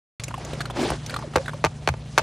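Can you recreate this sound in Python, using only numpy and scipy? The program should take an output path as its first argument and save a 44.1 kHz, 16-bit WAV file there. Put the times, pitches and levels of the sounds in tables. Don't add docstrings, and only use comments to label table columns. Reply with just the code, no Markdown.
import sys
import numpy as np
from scipy import signal
from scipy.fft import rfft, irfft
from scipy.io import wavfile

SR = 44100
rng = np.random.default_rng(int(sys.argv[2]) if len(sys.argv) > 2 else 0)


def master(y):
    cut = np.clip(np.atleast_2d(y).T, -1, 1)
    pcm = np.round(cut * 32767)
    wavfile.write(sys.argv[1], SR, pcm.astype(np.int16))


N = 97902

# t/s, level/dB, treble tilt/(dB/octave) about 1 kHz
BLOCK_CONTACTS = [(.9030, -13.5, -5), (0.9187, -16.5, -5), (1.3573, -2.5, -1.5), (1.361, -9.5, 4.5),
                  (1.3718, -13, -0.5), (1.3824, -19, 1.5), (1.6408, -2.5, -1), (1.6475, -4, 1.5),
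                  (1.6500, -14.5, 4.5), (1.6583, -10.5, 1), (1.6660, -17.5, 2), (1.8750, -1, 0),
                  (1.8872, -23, 6.5), (1.8890, -8, 1.5), (1.9392, -23, 0), (2.1780, -2, 3), (2.1833, -6, 5),
                  (2.1925, -10, 2), (2.197, -21.5, 2.5)]
# f/Hz, relative level/dB, t60/s
BLOCK_MODES = [(441, -4.5, 0.018), (648, -1.5, 0.043), (911, 3, 0.027), (1193, -6, 0.049),
               (1600, 6.5, 0.0069), (2600, -9.5, 0.039), (4430, -14, 0.031), (6210, -13.5, 0.011)]
# f/Hz, relative level/dB
CRACK_COLOUR = [(200, -48), (330, -4), (600, -0.5), (1000, 1), (2500, -8), (3300, -15), (4300, -18.5),
                (6300, -21.5), (15000, -44)]
# t/s, peak level/dB, f/Hz, t60/s of each of two cascaded resonators
TUB_THUMPS = [(1.363, -26, 94.5, 0.049), (1.646, -25, 150, 0.072), (1.659, -27, 96, 0.069),
              (1.883, -20.5, 77.6, 0.094), (1.892, -23, 134, 0.094)]
# t/s, clack level/dB, ring f/Hz, crunch level/dB, crunch f/Hz
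CHIP_CLACKS = [(0.198, -26, 2250, -42, 4200), (.237, -25, 2350, -34.5, 6940),
               (0.281, -26.5, 670, -35.5, 2600), (0.309, -24, 1090, -55, 2920),
               (.341, -20, 1070, -42.5, 3100), (.379, -27.5, 735, -44.5, 2800),
               (0.448, -30, 650, -44.5, 6600), (.533, -19.5, 489, -41, 3800),
               (0.606, -15.5, 1600, -37, 4300), (.613, -28, 1660, -38, 4180),
               (0.655, -24, 1410, -41.5, 4320), (0.7, -21.5, 1080, -44, 2920),
               (.707, -24.5, 720, -42.5, 3480), (.902, -24, 2820, -38.5, 9100),
               (1.062, -47, 2100, -40, 6100), (1.096, -24, 1500, -39, 4550), (1.106, -28, 1700, -42, 2600),
               (1.141, -16, 1370, -39, 4270), (1.163, -16.5, 1210, -38, 4150), (1.189, -24, 915, -43, 2000),
               (1.225, -26, 1070, -57, 2600), (1.337, -27, 1200, -49, 3000),
               (1.459, -26, 1600, -46.5, 4050), (1.481, -17, 1470, -43, 3600),
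               (1.493, -19.5, 1490, -49, 3608), (1.534, -23.5, 1020, -47, 2890)]
# t/s, level/dB, f/Hz, length/s, sag/(share of pitch per length)
DULL_CLUNKS = [(1.230, -34, 720, .05, .5), (1.362, -20, 530, .025, .1), (1.384, -27, 540, .035, 0),
               (1.539, -31, 520, .016, -.12)]
# t/s, level/dB, brightness/(dB/octave) above 1 kHz
STIR_STROKES = [(.2, -47.5, 3), (.38, -46.5, 3.5), (.42, -38, 0.5), (.55, -40.5, 2.5), (0.729, -44, 0.1),
                (0.773, -29.5, 0), (0.817, -29, 2.9), (.89, -30.5, 1.25), (0.937, -31.5, 0.3),
                (0.982, -46, 4), (1.15, -39.5, 1), (1.3, -46, 2), (1.4, -45, 4), (1.62, -50.5, 3.5),
                (2.03, -50, 3), (2.12, -52.5, 5.5), (2.22, -35.5, 0.5)]
# f/Hz, relative density/(dB per Hz)
STIR_SPECTRUM = [(180, -14), (300, -7), (500, -7), (700, -8), (1150, -16), (2270, -21), (6060, -29),
                 (11000, -42)]
# f/Hz at mid stroke, glide/(Hz/s), level/dB
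SCRAPE_MODES = [(255, 0, -26), (345, 0, -27), (700, -2600, -33), (2260, 0, -42)]
# f/Hz, level/dB rms before waver, waver/dB
PUMP_TONES = [(59.3, -44.5, 2), (118.2, -43, -3), (147.9, -41, -2)]
# f/Hz, relative density/(dB per Hz)
FAR_SPECTRUM = [(30, -15), (60, 4), (205, -4), (247, -3.5), (312, -23.5), (700, -21), (6200, -58),
                (10500, -48), (12500, -79)]
# f/Hz, side minus mid/dB
SIDE_SPECTRUM = [(130, -42), (300, -21), (700, -17), (5000, -12), (9000, -13), (13000, -28)]

SWEEP_1KHZ_S, SWEEP_POWER = .0013, .95
CRACK_DB, BLOCK_DB, STRIKE_SPREAD_DB = 24.0, -17.0, 4.5
RATTLE_DB, RATTLE_T60_S = -26.0, .03
CHIP_S, CHIP_RISE_S, CHIP_CYCLES, CHIP_ROUGH_DB = .0077, .00059, 10, 5
CRUNCH_PEAK_DB, CRUNCH_WIDTH_HZ, CRUNCH_TOP_HZ = 4.0, 600, 9000
CLUNK_FLUTTER_DB = 4.5
GRAINS_PER_S_AT_1KHZ, GRAIN_SPREAD_DB, GRAIN_CYCLES, CLUMP_DB = 1000, 3.5, 12.0, 2.5
SCRAPE_MID_S, SCRAPE_SIGMA_S, SLIPS_PER_S, SCRAPE_CYCLES = .82, .03, 1200, 30
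FAR_DB = -40.5
WALL_T60_S = .092
START_S, LOW_CUT_HZ, TOP_CUT_HZ = .1972, 54, 16800


def from_db(db):
    return 10 ** (np.asarray(db) / 20)


def rms_one(x):
    return x / np.sqrt(np.mean(x ** 2) + 1e-20)


def peak_one(x):
    return x / np.abs(x).max()


def at_hz(points, hz):
    table = np.array(points)
    return np.interp(np.log(hz), np.log(table[:, 0]), table[:, 1])


def coloured(x, points):
    size = 2 ** 17
    hz = np.fft.rfftfreq(size, 1 / SR) + 1
    return irfft(rfft(x, size) * from_db(at_hz(points, hz)))[:N]


def drift(rate_hz):
    r = np.exp(-2 * np.pi * rate_hz / SR)
    noise = rng.standard_normal(N + SR)
    return rms_one(signal.lfilter([1], [1, -2 * r, r * r], noise)[SR:])


def ring(x, hz, t60_s):
    r = from_db(-60 / (t60_s * SR))
    w = 2 * np.pi * hz / SR
    return signal.lfilter([0, np.sin(w)], [1, -2 * r * np.cos(w), r * r], x + 1e-18)


def clicks(s, gains):
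    out = np.zeros(N)
    np.add.at(out, (np.asarray(s) * SR).astype(int), gains)
    return out


def knocks():
    size = 8192
    out, t = np.zeros(N + size), np.arange(size) / SR
    khz = np.maximum(np.fft.rfftfreq(size, 1 / SR), 50) / 1000
    q = 1 - SWEEP_POWER
    sweep_cycles = 1000 * SWEEP_1KHZ_S * (khz ** q - khz[-1] ** q) / q
    sweep = np.exp(-2j * np.pi * sweep_cycles)
    for s, db, tilt_db in BLOCK_CONTACTS:
        hit = from_db(RATTLE_DB - 60 * t / RATTLE_T60_S) * rng.standard_normal(size)
        hit[0] = 1
        click = hit * (t == 0)
        modes = np.zeros(size)
        for hz, level_db, t60_s in BLOCK_MODES:
            strike_db = BLOCK_DB + level_db + STRIKE_SPREAD_DB * rng.standard_normal()
            modes += ring(click, hz, t60_s) * from_db(strike_db)
        crack = rfft(hit) * from_db(CRACK_DB + at_hz(CRACK_COLOUR, khz * 1000))
        tilt = from_db(db + tilt_db * np.log2(khz))
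        i = int(s * SR)
        out[i:i + size] += irfft((crack + rfft(modes)) * sweep * tilt)
    return out[:N]


def thumps():
    out = np.zeros(N)
    for s, db, hz, t60_s in TUB_THUMPS:
        swell = ring(ring(clicks([s], 1), hz, t60_s), hz, t60_s)
        out += peak_one(swell) * from_db(db)
    return out


def chips():
    size = 4096
    out, t = np.zeros(N + size), np.arange(size) / SR
    noise = rng.standard_normal((len(CHIP_CLACKS), 2, size))
    bright = signal.butter(3, [1500, CRUNCH_TOP_HZ], "band", fs=SR, output="sos")
    shape = np.minimum(t / CHIP_RISE_S, 1) * np.exp(-(t / CHIP_S) ** 2)
    for (s, db, hz, crunch_db, crunch_hz), (touch_noise, crunch_noise) in zip(CHIP_CLACKS, noise):
        touch = from_db(CHIP_ROUGH_DB) * touch_noise * shape * (CHIP_S * SR) ** -.5
        touch[0] += 1
        clack = ring(touch, hz, CHIP_CYCLES / hz)
        hiss = rms_one(signal.sosfilt(bright, crunch_noise))
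        peak = rms_one(ring(crunch_noise, crunch_hz, 2.2 / CRUNCH_WIDTH_HZ))
        crunch = shape * (hiss + from_db(CRUNCH_PEAK_DB) * peak)
        i = int(s * SR)
        out[i:i + size] += from_db(db) * clack + from_db(crunch_db) * crunch
    return out[:N]


def clunks():
    t, out = np.arange(N) / SR, np.zeros(N)
    for s, db, hz, length_s, sag in DULL_CLUNKS:
        u = np.maximum(t - s, 0) / length_s
        gain = from_db(db + CLUNK_FLUTTER_DB * drift(53.0))
        shape = 2 * np.sqrt(u) * np.exp(-2 * u ** 2)
        cycles = hz * length_s * u * (1 - sag * u / 2)
        out += gain * shape * np.sin(2 * np.pi * cycles)
    return out


def stirring():
    t = np.arange(N) / SR
    s, stroke_db, stroke_bright = np.transpose(STIR_STROKES)
    level_db = np.interp(t, s, stroke_db)
    bright_db = np.interp(t, s, stroke_bright)
    sizes = from_db(GRAIN_SPREAD_DB * np.minimum(rng.exponential(1, N), 4)) * rng.choice([-1, 1], N)
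    clumps = [drift(22.0) for _ in range(5)]
    out = np.zeros(N)
    for k, hz in enumerate(np.geomspace(190, 11000, 26)):
        root_khz = np.sqrt(hz / 1000)
        born = rng.random(N) < GRAINS_PER_S_AT_1KHZ * root_khz / SR
        grains = rng.permutation(sizes) * born
        band = rms_one(ring(grains, hz, GRAIN_CYCLES / hz)) * root_khz
        clump_db = CLUMP_DB * clumps[k // 2 % len(clumps)]
        treble_db = bright_db * max(np.log2(hz / 1000), 0)
        out += band * from_db(at_hz(STIR_SPECTRUM, hz) + clump_db + treble_db)
    top_cut = signal.cheby2(8, 40, 12300, fs=SR, output="sos")
    return from_db(level_db) * signal.sosfilt(top_cut, out)


def scrape():
    t, out = np.arange(N) / SR - SCRAPE_MID_S, np.zeros(N)
    for hz, glide, db in SCRAPE_MODES:
        slips = (rng.random(N) < SLIPS_PER_S / SR) * np.exp(2j * np.pi * rng.random(N))
        decay = from_db(-60 * hz / SCRAPE_CYCLES / SR)
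        swing = signal.lfilter([1], [1, -decay], slips)
        carrier = np.exp(2j * np.pi * (hz + glide * t / 2) * t)
        out += from_db(db) * rms_one(np.real(swing * carrier))
    return out * np.exp(-(t / SCRAPE_SIGMA_S) ** 2 / 2)


def hum():
    t, tones = np.arange(N) / SR, np.zeros(N)
    for hz, db, waver_db in PUMP_TONES:
        gain = np.sqrt(2) * from_db(db + waver_db * drift(4.3))
        phase = 2 * np.pi * (hz * t + rng.random()) + 1.87 * drift(1.52)
        tones += gain * np.sin(phase)
    far = rms_one(coloured(rng.standard_normal(N), FAR_SPECTRUM))
    return tones + from_db(FAR_DB) * far


def scene():
    t, out = np.arange(2048) / SR, np.zeros((2, N))
    for mid in (knocks() + thumps(), chips() + clunks(), stirring() + scrape(), hum()):
        walls = rng.standard_normal(2048) * from_db(-60 * t / WALL_T60_S)
        walls /= np.sqrt(np.sum(walls ** 2))
        side = coloured(signal.fftconvolve(mid, walls)[:N], SIDE_SPECTRUM)
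        out += np.array([mid + side, mid - side])
    return out


def record(dry):
    on = np.arange(N) / SR > START_S
    low_cut = signal.butter(2, LOW_CUT_HZ, "high", fs=SR, output="sos")
    top_cut = signal.cheby2(12, 70, TOP_CUT_HZ, fs=SR, output="sos")
    rounded = np.tanh(on * signal.sosfilt(low_cut, dry))
    return signal.sosfilt(top_cut, rounded)


dry = scene()
out = record(dry)
master(out)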